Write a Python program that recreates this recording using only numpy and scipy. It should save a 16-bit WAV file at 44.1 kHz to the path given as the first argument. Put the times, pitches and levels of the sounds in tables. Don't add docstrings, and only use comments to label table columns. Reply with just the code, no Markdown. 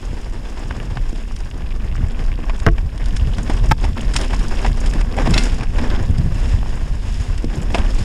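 import sys
import numpy as np
from scipy import signal
from scipy.fft import rfft, irfft
from scipy.io import wavfile
from scipy.ndimage import uniform_filter1d

SR = 44100
rng = np.random.default_rng(int(sys.argv[2]) if len(sys.argv) > 2 else 0)


def unload_wav(signal):
    wavfile.write(
        sys.argv[1],
        SR,
        np.round(np.clip(np.atleast_2d(signal).T, -1, 1) * 32767).astype(np.int16),
    )


N = 354563


def amp(db):
    return 10 ** (np.asarray(db) / 20)


def unit(x):
    return x / np.sqrt(np.mean(x ** 2) + 1e-20)


def add(mix, start_s, sound):
    part = mix[max(round(start_s * SR), 0):][:len(sound)]
    part += sound[:len(part)]


def curves(rows):
    time_s, *columns = np.transpose(rows)
    return [np.interp(np.arange(N) / SR, time_s, column) for column in columns]


def swells(rows):
    t = np.arange(N) / SR
    out = np.zeros((len(rows[0]) - 2, N))
    for middle_s, length_s, *heights in rows:
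        inside = abs(t - middle_s) < length_s / 2
        out[:, inside] += np.outer(heights, np.cos(np.pi * (t[inside] - middle_s) / length_s))
    return out


def colour(x, spectrum, size=16384):
    hz, db = np.transpose(spectrum)
    bin_hz = np.fft.rfftfreq(size, 1 / SR)
    gain = amp(np.interp(np.log(bin_hz + 1), np.log(hz + 1), db))
    cepstrum = irfft(np.log(gain))[:size // 2]
    cepstrum[1:] *= 2
    response = irfft(np.exp(rfft(cepstrum, size)))[:size // 2]
    return signal.oaconvolve(x, response)[:len(x)]


def wander(rate_hz):
    hz = np.fft.rfftfreq(N, 1 / SR)
    return unit(irfft(rfft(rng.standard_normal(N)) * np.exp(-(hz / rate_hz) ** 2), N))


def grains(size, per_s, spread_db):
    strengths = amp(spread_db * np.minimum(rng.exponential(1, size), 4))
    return strengths * rng.standard_normal(size) * (rng.random(size) < per_s / SR)


def crush(spectrum, rise_s, size=6000):
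    u = np.arange(size) / SR / max(rise_s, 1e-4)
    spray = colour(grains(size, per_s=16000, spread_db=-1.0), spectrum)
    settling_crumbs = 0.2 * (1 - np.exp(-u)) * np.exp(-u / 5)
    envelope = u * np.exp(1 - u) + settling_crumbs
    return unit(spray * envelope) * np.sqrt(np.mean(envelope ** 2))


def knock(pitch_hz, peak_cycles, size):
    cycles = np.arange(size) / SR * pitch_hz
    u = cycles / peak_cycles
    return u * np.exp(1 - u) * np.sin(2 * np.pi * cycles)


def ring(modes, size=12000):
    t = np.arange(size) / SR
    return sum(amp(db) * np.sin(2 * np.pi * hz * t) * np.exp(-np.log(1000) * t / t60_s)
               for hz, db, t60_s in modes)


def push(contact_s):
    t = np.arange(SR // 50) / SR
    force = t * np.exp(-2 * np.pi * t / max(contact_s, 5e-5))
    return force / force.sum()


def faint_hiss(level_db=-59):
    return amp(level_db) * rng.standard_normal(N)


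def eddies(spectrum, steadiness, window=5000):
    turbulence = unit(colour(rng.standard_normal(N), spectrum))
    strength = np.sqrt(abs(uniform_filter1d(turbulence ** 2, window)) + 1e-3)
    return unit(turbulence / strength ** steadiness)


def wind(rumble_db=-1.7, buffet_db=0.34, flicker_db=4.0, fine_hz=170):
    # frequency_hz, level_db
    rumble_spectrum = [(5, -18.5), (15, -3.5), (24, -4), (37, 0), (48, -10), (65, -21), (110, -44.5),
                       (300, -79)]
    buffet_spectrum = [(25, -34.5), (50, -1), (70, 1), (110, -6), (155, -11.5), (210, -18), (300, -27.5),
                       (500, -36.5), (3000, -67)]
    # time_s, level_db
    airflow = [(0, -34), (0.7, -35), (1.5, -31.5), (1.8, -26.5), (2.45, -30), (2.8, -27), (4.1, -24.5),
               (4.8, -26.5), (5.5, -21.5), (6.6, -21.5), (7.0, -27), (8.04, -23.5)]
    # middle_s, length_s, rumble_db, buffet_db, brightness_db
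    gusts = [(0.88, 0.54, -1, 7.5, 2), (1.04, 0.18, 7, 2, 1), (2.0, 0.23, 0, 11, -2.5),
             (2.25, 0.16, 5, 3, -10), (2.5, 0.13, 5, -6, 14), (2.73, 0.18, 10.5, 2.5, 2),
             (3.17, 0.39, 3.5, 6.5, -2), (3.73, 0.56, 4.5, 8, -1.5), (4.09, 0.082, 5, -5.5, 1),
             (4.45, 0.39, 4.5, -2, 7.5), (4.68, 0.12, 4.5, 1.5, 3), (4.9, 0.33, 5.5, -4, 10.5),
             (5.36, 0.3, 4, 3.5, 0.5), (5.9, 0.14, 2, -1.5, 8), (6.22, 0.28, -3, 2.5, 1),
             (6.56, 0.1, 0.5, 6.5, -8), (7.22, 0.18, -1.5, 6, -11), (7.68, 0.61, -0.5, 2, 8.5),
             (7.88, 0.49, 3, -3, 2)]
    # middle_s, dip_db
    lulls = [(0.75, 3.5), (1.53, 8), (2.93, 7), (3.45, 5), (3.97, 10), (5.62, 6), (7.03, 4.5), (7.57, 9)]
    lull_s, lull_share = 0.15, 0.21
    rumble_growth = 0.63
    air_db = curves(airflow)[0]
    surge_db, gust_db, bright_db = swells(gusts)
    lull_db = swells([(middle_s, lull_s, dip_db) for middle_s, dip_db in lulls])[0]
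    rumble = eddies(rumble_spectrum, steadiness=0.65)
    flutter = unit(eddies(buffet_spectrum, steadiness=1.0) * amp(flicker_db * wander(rate_hz=19.7)))
    fine = signal.sosfiltfilt(signal.butter(2, fine_hz, "high", fs=SR, output="sos"), flutter)
    flutter += (amp(bright_db) - 1) * fine
    rumble *= amp(rumble_growth * air_db + surge_db - lull_db + rumble_db)
    flutter *= amp(air_db + gust_db - lull_share * lull_db + buffet_db)
    return rumble + flutter


def grip():
    # time_s, dirt_db, leaf_db
    rolling = [(0, -36.5, -41), (0.3, -39, -45), (0.8, -36, -44.5), (1.3, -41, -44.5), (1.7, -40, -50),
               (2.5, -37.5, -47), (3.4, -33.5, -40), (4.05, -36.5, -42), (4.4, -31.5, -36.5),
               (5.1, -31.5, -40), (5.55, -32, -36), (6.15, -36.5, -43.5), (6.8, -37.5, -42.5),
               (7.35, -39.5, -43.5), (7.8, -30.5, -41), (8.04, -36, -34.5)]
    # middle_s, length_s, extra_dirt_db, extra_leaf_db
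    scrubs = [(0.6, 0.064, 7.5, 4), (2.21, 0.11, 5, 4.5), (3.53, 0.12, 0.5, 1), (4.0, 0.095, 9, 3),
              (4.19, 0.2, 6.5, 7), (4.67, 0.08, 1, 6), (5.2, 0.29, 7.5, 2), (5.4, 0.23, 8, 10.5),
              (5.625, 0.086, 5, -12), (5.83, 0.2, 11.5, 2), (5.96, 0.18, 8, -3), (6.47, 0.32, 6.5, 7.5),
              (6.75, 0.24, 2.5, 2.5), (7.18, 0.38, 2.5, 7), (7.55, 0.074, 4, 3), (7.8, 0.18, 4, 1.5)]
    # middle_s, length_s, dip_db
    crests = [(2.89, 0.33, 6.5), (5.08, 0.2, 4.5), (5.69, 0.16, 5.5), (7.45, 0.1, 2.5)]
    return np.array(curves(rolling)) + swells(scrubs) - swells(crests)


def collapses(per_s, decay_s, height):
    starts = (rng.random(N) < per_s / SR) * np.minimum(rng.exponential(1, N), 3)
    pole = np.exp(-np.log(1000) / (decay_s * SR))
    power = signal.lfilter([1], [1, -pole], (height * starts) ** 2)
    return unit(np.sqrt(1 + power))


def loose_bits(low_hz, high_hz, per_s, rise_s, count=12):
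    out = np.zeros(N)
    for hz in np.geomspace(low_hz, high_hz, count):
        band = [(hz / 4, -40), (hz / 1.4, -10), (hz, 0), (hz * 1.4, -10), (hz * 4, -40)]
        crack = crush(band, rise_s)
        hits = (rng.random(N) < per_s / count / SR) * rng.random(N) ** 2
        out += signal.oaconvolve(hits, crack)[:N]
    return unit(out)


def tyres(crunch_db=-2.5, hiss_db=-4, crumb_db=-3, flake_db=1.0, drum_db=-37, drum_growth=0.93):
    # time_s, lumpiness (0 fine sand, 1 clods and leaves)
    ground = [(0, 0.44), (4.2, 0.67), (6.1, 0.42), (6.4, 0.28), (7.3, 0.34), (7.6, 0.46)]
    # frequency_hz, level_db
    dirt_spectrum = [(80, -24.5), (300, 8), (540, 3), (850, 2), (1150, -1), (1700, -3), (2700, -13.5),
                     (3800, -17), (6000, -18.5), (12000, -55)]
    leaf_spectrum = [(500, -32), (1800, 5.5), (3000, 5.5), (5200, 4), (7000, 0), (9000, -8), (10500, -8),
                     (15000, -33)]
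    # pitch_hz, level_db, t60_s
    casing_modes = [(236.4, 3.5, 0.045), (390, -15, 0.066)]
    dirt_db, leaf_db = grip()
    lumpiness = np.clip(curves(ground)[0], 0, 1)
    clods = collapses(per_s=76, decay_s=0.065, height=7.9) ** lumpiness
    dirt = unit(colour(grains(N, per_s=5000, spread_db=1.0) * clods, dirt_spectrum))
    dirt += amp(crumb_db) * lumpiness * loose_bits(433, 4100, per_s=180, rise_s=0.0015)
    crackle = collapses(per_s=25, decay_s=0.006, height=0.31) ** lumpiness * np.sqrt(clods)
    leaves = unit(colour(grains(N, per_s=22000, spread_db=2.5) * crackle, leaf_spectrum))
    leaves += amp(flake_db) * lumpiness * loose_bits(4400, 6740, per_s=60, rise_s=0.0023)
    casing = unit(signal.oaconvolve(grains(N, per_s=900, spread_db=-1), ring(casing_modes))[:N])
    bite_db = drum_growth * (dirt_db - dirt_db.mean())
    casing *= amp(bite_db + drum_db)
    return amp(dirt_db + crunch_db) * dirt + amp(leaf_db + hiss_db) * leaves + casing


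def stone_spectrum(pitch_hz, resonance_db=8, width_octaves=0.3):
    # frequency_hz, level_db
    crunch = [(100, -3.5), (300, 7.5), (520, 6.5), (850, 11), (1700, 4), (2600, 4), (3600, -4),
              (6000, -12.5), (14000, -38)]
    crunch_hz, crunch_db = np.transpose(crunch)
    hz = np.geomspace(50, SR / 2, num=80)
    bump_db = resonance_db * np.exp(-(np.log2(hz / pitch_hz) / width_octaves) ** 2)
    return np.c_[hz, np.interp(np.log(hz), np.log(crunch_hz), crunch_db) + bump_db]


def stones_and_twigs(stone_db=-8, snap_db=-7, stone_rise_cycles=3.6, snap_rise_share=0.067):
    # start_s, level_db, pitch_hz, grit_db
    stones = [(0.968, -22, 1040, -34), (2.433, -25, 1000, -37), (2.494, -16, 1020, -28),
              (2.78, -20.5, 1520, -20), (3.382, -19, 1590, -9), (3.496, -13.5, 1000, -13),
              (3.838, -16, 805, -11.5), (3.968, -20.5, 1150, -21), (4.154, -16, 1020, -8),
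              (4.331, -14, 965, -19), (4.645, -11.5, 840, -37), (4.662, -12.5, 1790, -10),
              (4.935, -22, 2000, -1), (5.0105, -18.5, 1900, -4.5), (5.174, -15.5, 780, -26),
              (5.184, -17.5, 1940, -17), (5.258, -17, 680, -34), (5.268, -20, 1950, -24),
              (5.357, -17, 610, -30), (5.609, -22.5, 1900, -8), (5.632, -22.5, 1500, -5),
              (5.783, -17, 796, -14), (6.772, -24.5, 1230, -22), (7.743, -8.5, 660, -14),
              (7.7453, -7, 2820, -11), (7.779, -18, 563, -9)]
    # start_s, level_db, length_s
    snaps = [(1.159, -29.5, 0.014), (1.362, -27.5, 0.035), (1.403, -32, 0.029), (2.6, -22.5, 0.016),
             (3.057, -25.5, 0.032), (3.164, -20, 0.038), (2.977, -28.5, 0.019), (3.8444, -29, 0.053),
             (4.136, -19, 0.054), (4.162, -7.5, 0.038), (4.213, -19, 0.02), (4.2462, -27, 0.025),
             (4.391, -25.5, 0.04), (4.8595, -22, 0.042), (5.309, -17, 0.015), (5.338, -18.5, 0.054),
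             (5.3771, -16.5, 0.11), (6.1812, -27, 0.032), (7.378, -25.5, 0.027), (7.445, -22, 0.01)]
    # frequency_hz, level_db
    snap_spectrum = [(400, -13), (1500, 8.5), (2500, 3.5), (3800, 7), (5300, 7.5), (7000, 0.5), (9500, -1),
                     (15000, -44)]
    out = np.zeros(N)
    for start_s, level_db, pitch_hz, grit_db in stones:
        rise_s = stone_rise_cycles / pitch_hz
        crunch = crush(stone_spectrum(pitch_hz), rise_s)
        grit = amp(grit_db) * crush(snap_spectrum, rise_s)
        add(out, start_s, amp(level_db + stone_db) * (crunch + grit))
    for start_s, level_db, length_s in snaps:
        add(out, start_s, amp(level_db + snap_db) * crush(snap_spectrum, snap_rise_share * length_s))
    return out


def pebble_pop(pitch_hz, peak_cycles=0.46, dust_db=-13, click_db=-15, click_hz=3000, size=1500):
    click = amp(click_db) * knock(click_hz, peak_cycles / 2, size)
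    dust = amp(dust_db) * crush(stone_spectrum(pitch_hz), rise_s=0.0011, size=size)
    return click + knock(pitch_hz, peak_cycles, size) + dust


def pebbles(ticks_per_s=62, low_hz=1600, high_hz=3700, count=8):
    # start_s, level_db, pitch_hz
    pops = [(0.7094, -12.5, 1440), (0.801, -21.5, 2500), (0.959, -26, 780), (0.972, -15.5, 1560),
            (1.311, -26, 1290), (1.5127, -24.5, 3180), (1.6214, -26.5, 2580), (1.6645, -28, 2660),
            (1.721, -26.5, 2200), (1.954, -22, 1420), (1.966, -24.5, 2200), (2.3177, -21, 2120),
            (2.328, -25, 2300), (2.378, -28, 2100), (2.391, -23, 860), (2.4335, -26, 1700),
            (2.4965, -32, 1060), (2.5846, -29, 1010), (2.7833, -20.5, 2340), (3.017, -26, 2200),
            (4.332, -15, 1600), (4.652, -17, 945), (4.936, -18, 1500), (5.187, -7.5, 776),
            (5.2735, -8.5, 800), (5.6089, -22, 2100), (6.63, -19, 850), (6.66, -21, 1000)]
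    # time_s, rms_db
    gravel = [(0, -56), (1.3, -54), (1.8, -47.5), (2.4, -53), (2.9, -57), (3.5, -48), (8.04, -53)]
    out = np.zeros(N)
    for start_s, level_db, pitch_hz in pops:
        add(out, start_s, amp(level_db) * pebble_pop(pitch_hz))
    ticks = np.zeros(N)
    for pitch_hz in np.geomspace(low_hz, high_hz, count):
        hits = (rng.random(N) < ticks_per_s / count / SR) * rng.random(N)
        ticks += signal.oaconvolve(hits, pebble_pop(pitch_hz))[:N]
    return out + amp(curves(gravel)[0]) * unit(ticks)


def suspension(thud_db=-5):
    # start_s, level_db
    bumps = [(0.131, -31), (1.129, -29.5), (1.557, -34.5), (2.209, -37), (2.389, -29.5), (2.437, -32.5),
             (3.497, -22), (3.716, -21), (3.838, -27.5), (5.277, -19), (5.36, -21.5), (7.443, -21.5),
             (7.745, -23)]
    # pitch_hz, level_db, t60_s
    fork_modes = [(174, 8, 0.02), (242.4, 6.5, 0.093), (310, 13.5, 0.035), (451, -2.5, 0.11)]
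    # start_s, level_db
    jolts = [(0.963, -20), (3.712, -8.5), (4.156, -20), (5.354, -10.5), (5.603, -16.5), (6.185, -17)]
    thud = signal.fftconvolve(ring(fork_modes), push(contact_s=0.00036))
    thump = knock(pitch_hz=116, peak_cycles=0.72, size=4000)
    out = np.zeros(N)
    for start_s, level_db in bumps:
        add(out, start_s, amp(level_db + thud_db) * thud)
    for start_s, level_db in jolts:
        add(out, start_s, amp(level_db) * thump)
    return out


def clatter(blows, modes, crack_db, detune=0):
    # frequency_hz, level_db
    crack_spectrum = [(1000, 4), (5200, -8.5), (7000, -11.5), (10000, -15), (15000, -5)]
    out = np.zeros(N)
    for start_s, level_db, contact_s in blows:
        body = ring([(hz * (1 + detune * rng.standard_normal()), db, t60_s) for hz, db, t60_s in modes])
        add(body, 0, amp(crack_db) * crush(crack_spectrum, rise_s=0.00058))
        add(out, start_s, amp(level_db) * signal.fftconvolve(body, push(contact_s)))
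    return out


def chain(low_cut_hz=620):
    # start_s, level_db, contact_s
    stay_blows = [(3.7125, -4, 0.0002), (3.7147, -10, 0.00021), (3.7169, -2.5, 0.00034),
                  (3.7192, -7.5, 0.00015), (3.7209, -12, 0.00014), (3.7246, -11, 0.001)]
    link_blows = [(4.1632, -22.5, 0.000074), (5.3395, -15.5, 0.0003), (5.3418, -17, 0.00012),
                  (5.3789, -14.5, 0.00008), (5.3815, -17, 0.0001), (5.409, -27, 0.0002)]
    # pitch_hz, level_db, t60_s
    stay_modes = [(874, -4, 0.047), (1286, -3.5, 0.028), (1594, -7.5, 0.037), (2070, -10, 0.024),
                  (2610, -11, .01), (3170, -11, 0.012), (5500, -8, 0.011)]
    link_modes = [(1420, -14.5, 0.27), (2110, -8, 0.11), (2625, -2, 0.049), (3500, 2, 0.024),
                  (4080, 8, 0.024), (4550, 2, 0.018), (5530, -3, 0.043), (6700, -2, .012)]
    slap = clatter(stay_blows, stay_modes, crack_db=0, detune=0.023)
    jingle = clatter(link_blows, link_modes, crack_db=-13, detune=0.0244)
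    return signal.sosfilt(signal.butter(2, low_cut_hz, "high", fs=SR, output="sos"), slap + jingle)


def frame():
    # start_s, level_db, contact_s
    blows = [(2.6651, -4.5, 0.000097), (2.6688, 4.5, 0.0012), (2.6762, -2.5, 0.00076),
             (2.6795, 4.5, 0.0014), (2.6868, -6.5, 0.00029)]
    # pitch_hz, level_db, t60_s
    modes = [(94, -12.5, 0.17), (147.4, -4, 0.13), (228, -18.5, 0.41), (338, -11.5, 0.146),
             (431, -12.5, 0.14), (675, -13.5, 0.055), (1120, -15, 0.042), (1350, -1, 0.017),
             (1580, -0.5, 0.012), (1900, -11, 0.027), (2830, -14, .018), (5430, -14, 0.012),
             (6040, -21, 0.045)]
    return clatter(blows, modes, crack_db=-6)


def scene():
    rattles = frame() + chain()
    air = faint_hiss() + wind()
    trail = tyres() + stones_and_twigs() + pebbles()
    return (air + trail + suspension() + rattles)[None]


def gain_control(x, threshold_db=-19, recover_db_per_s=70, deaf_below_hz=400):
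    sense_samples, attack_samples = 500, 700
    sensed = signal.sosfilt(signal.butter(2, deaf_below_hz, "high", fs=SR, output="sos"), x)
    power = signal.lfilter([1 / sense_samples], [1, 1 / sense_samples - 1], sensed ** 2)
    excess_db = np.maximum(10 * np.log10(power + 1e-12) - threshold_db, 0)
    recovery_db = np.arange(N) / SR * recover_db_per_s
    held_db = np.maximum.accumulate(excess_db + recovery_db) - recovery_db
    cut_db = signal.lfilter([1 / attack_samples], [1, 1 / attack_samples - 1], held_db)
    ducked = x / amp(cut_db)
    return ducked / (1 + ducked ** 8) ** (1 / 8)


def record(dry):
    # centre_hz, width_hz, gain_db
    housing = [(855, 120, -1), (1324, 210, -4.5), (1730, 320, 0.5), (2680, 330, 2), (4300, 1020, -6),
               (5040, 680, 3), (6020, 540, -7), (11800, 700, -2.5), (12550, 1700, 2.5)]
    edge_hz = 15600
    hz = np.linspace(0, SR / 2, num=1024)
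    housing_db = sum(gain_db * np.exp(-np.log(2) * (2 * (hz - centre_hz) / width_hz) ** 2)
                     for centre_hz, width_hz, gain_db in housing)
    port_db = np.interp(hz, [10400, 11500], [0, -7])
    heard = gain_control(colour(dry[0], np.c_[hz, housing_db + port_db]))
    band_limit = signal.firwin(255, edge_hz, window=("kaiser", 9), fs=SR)
    return signal.oaconvolve(heard, band_limit, "same")[None]


dry = scene()
out = record(dry)
unload_wav(out)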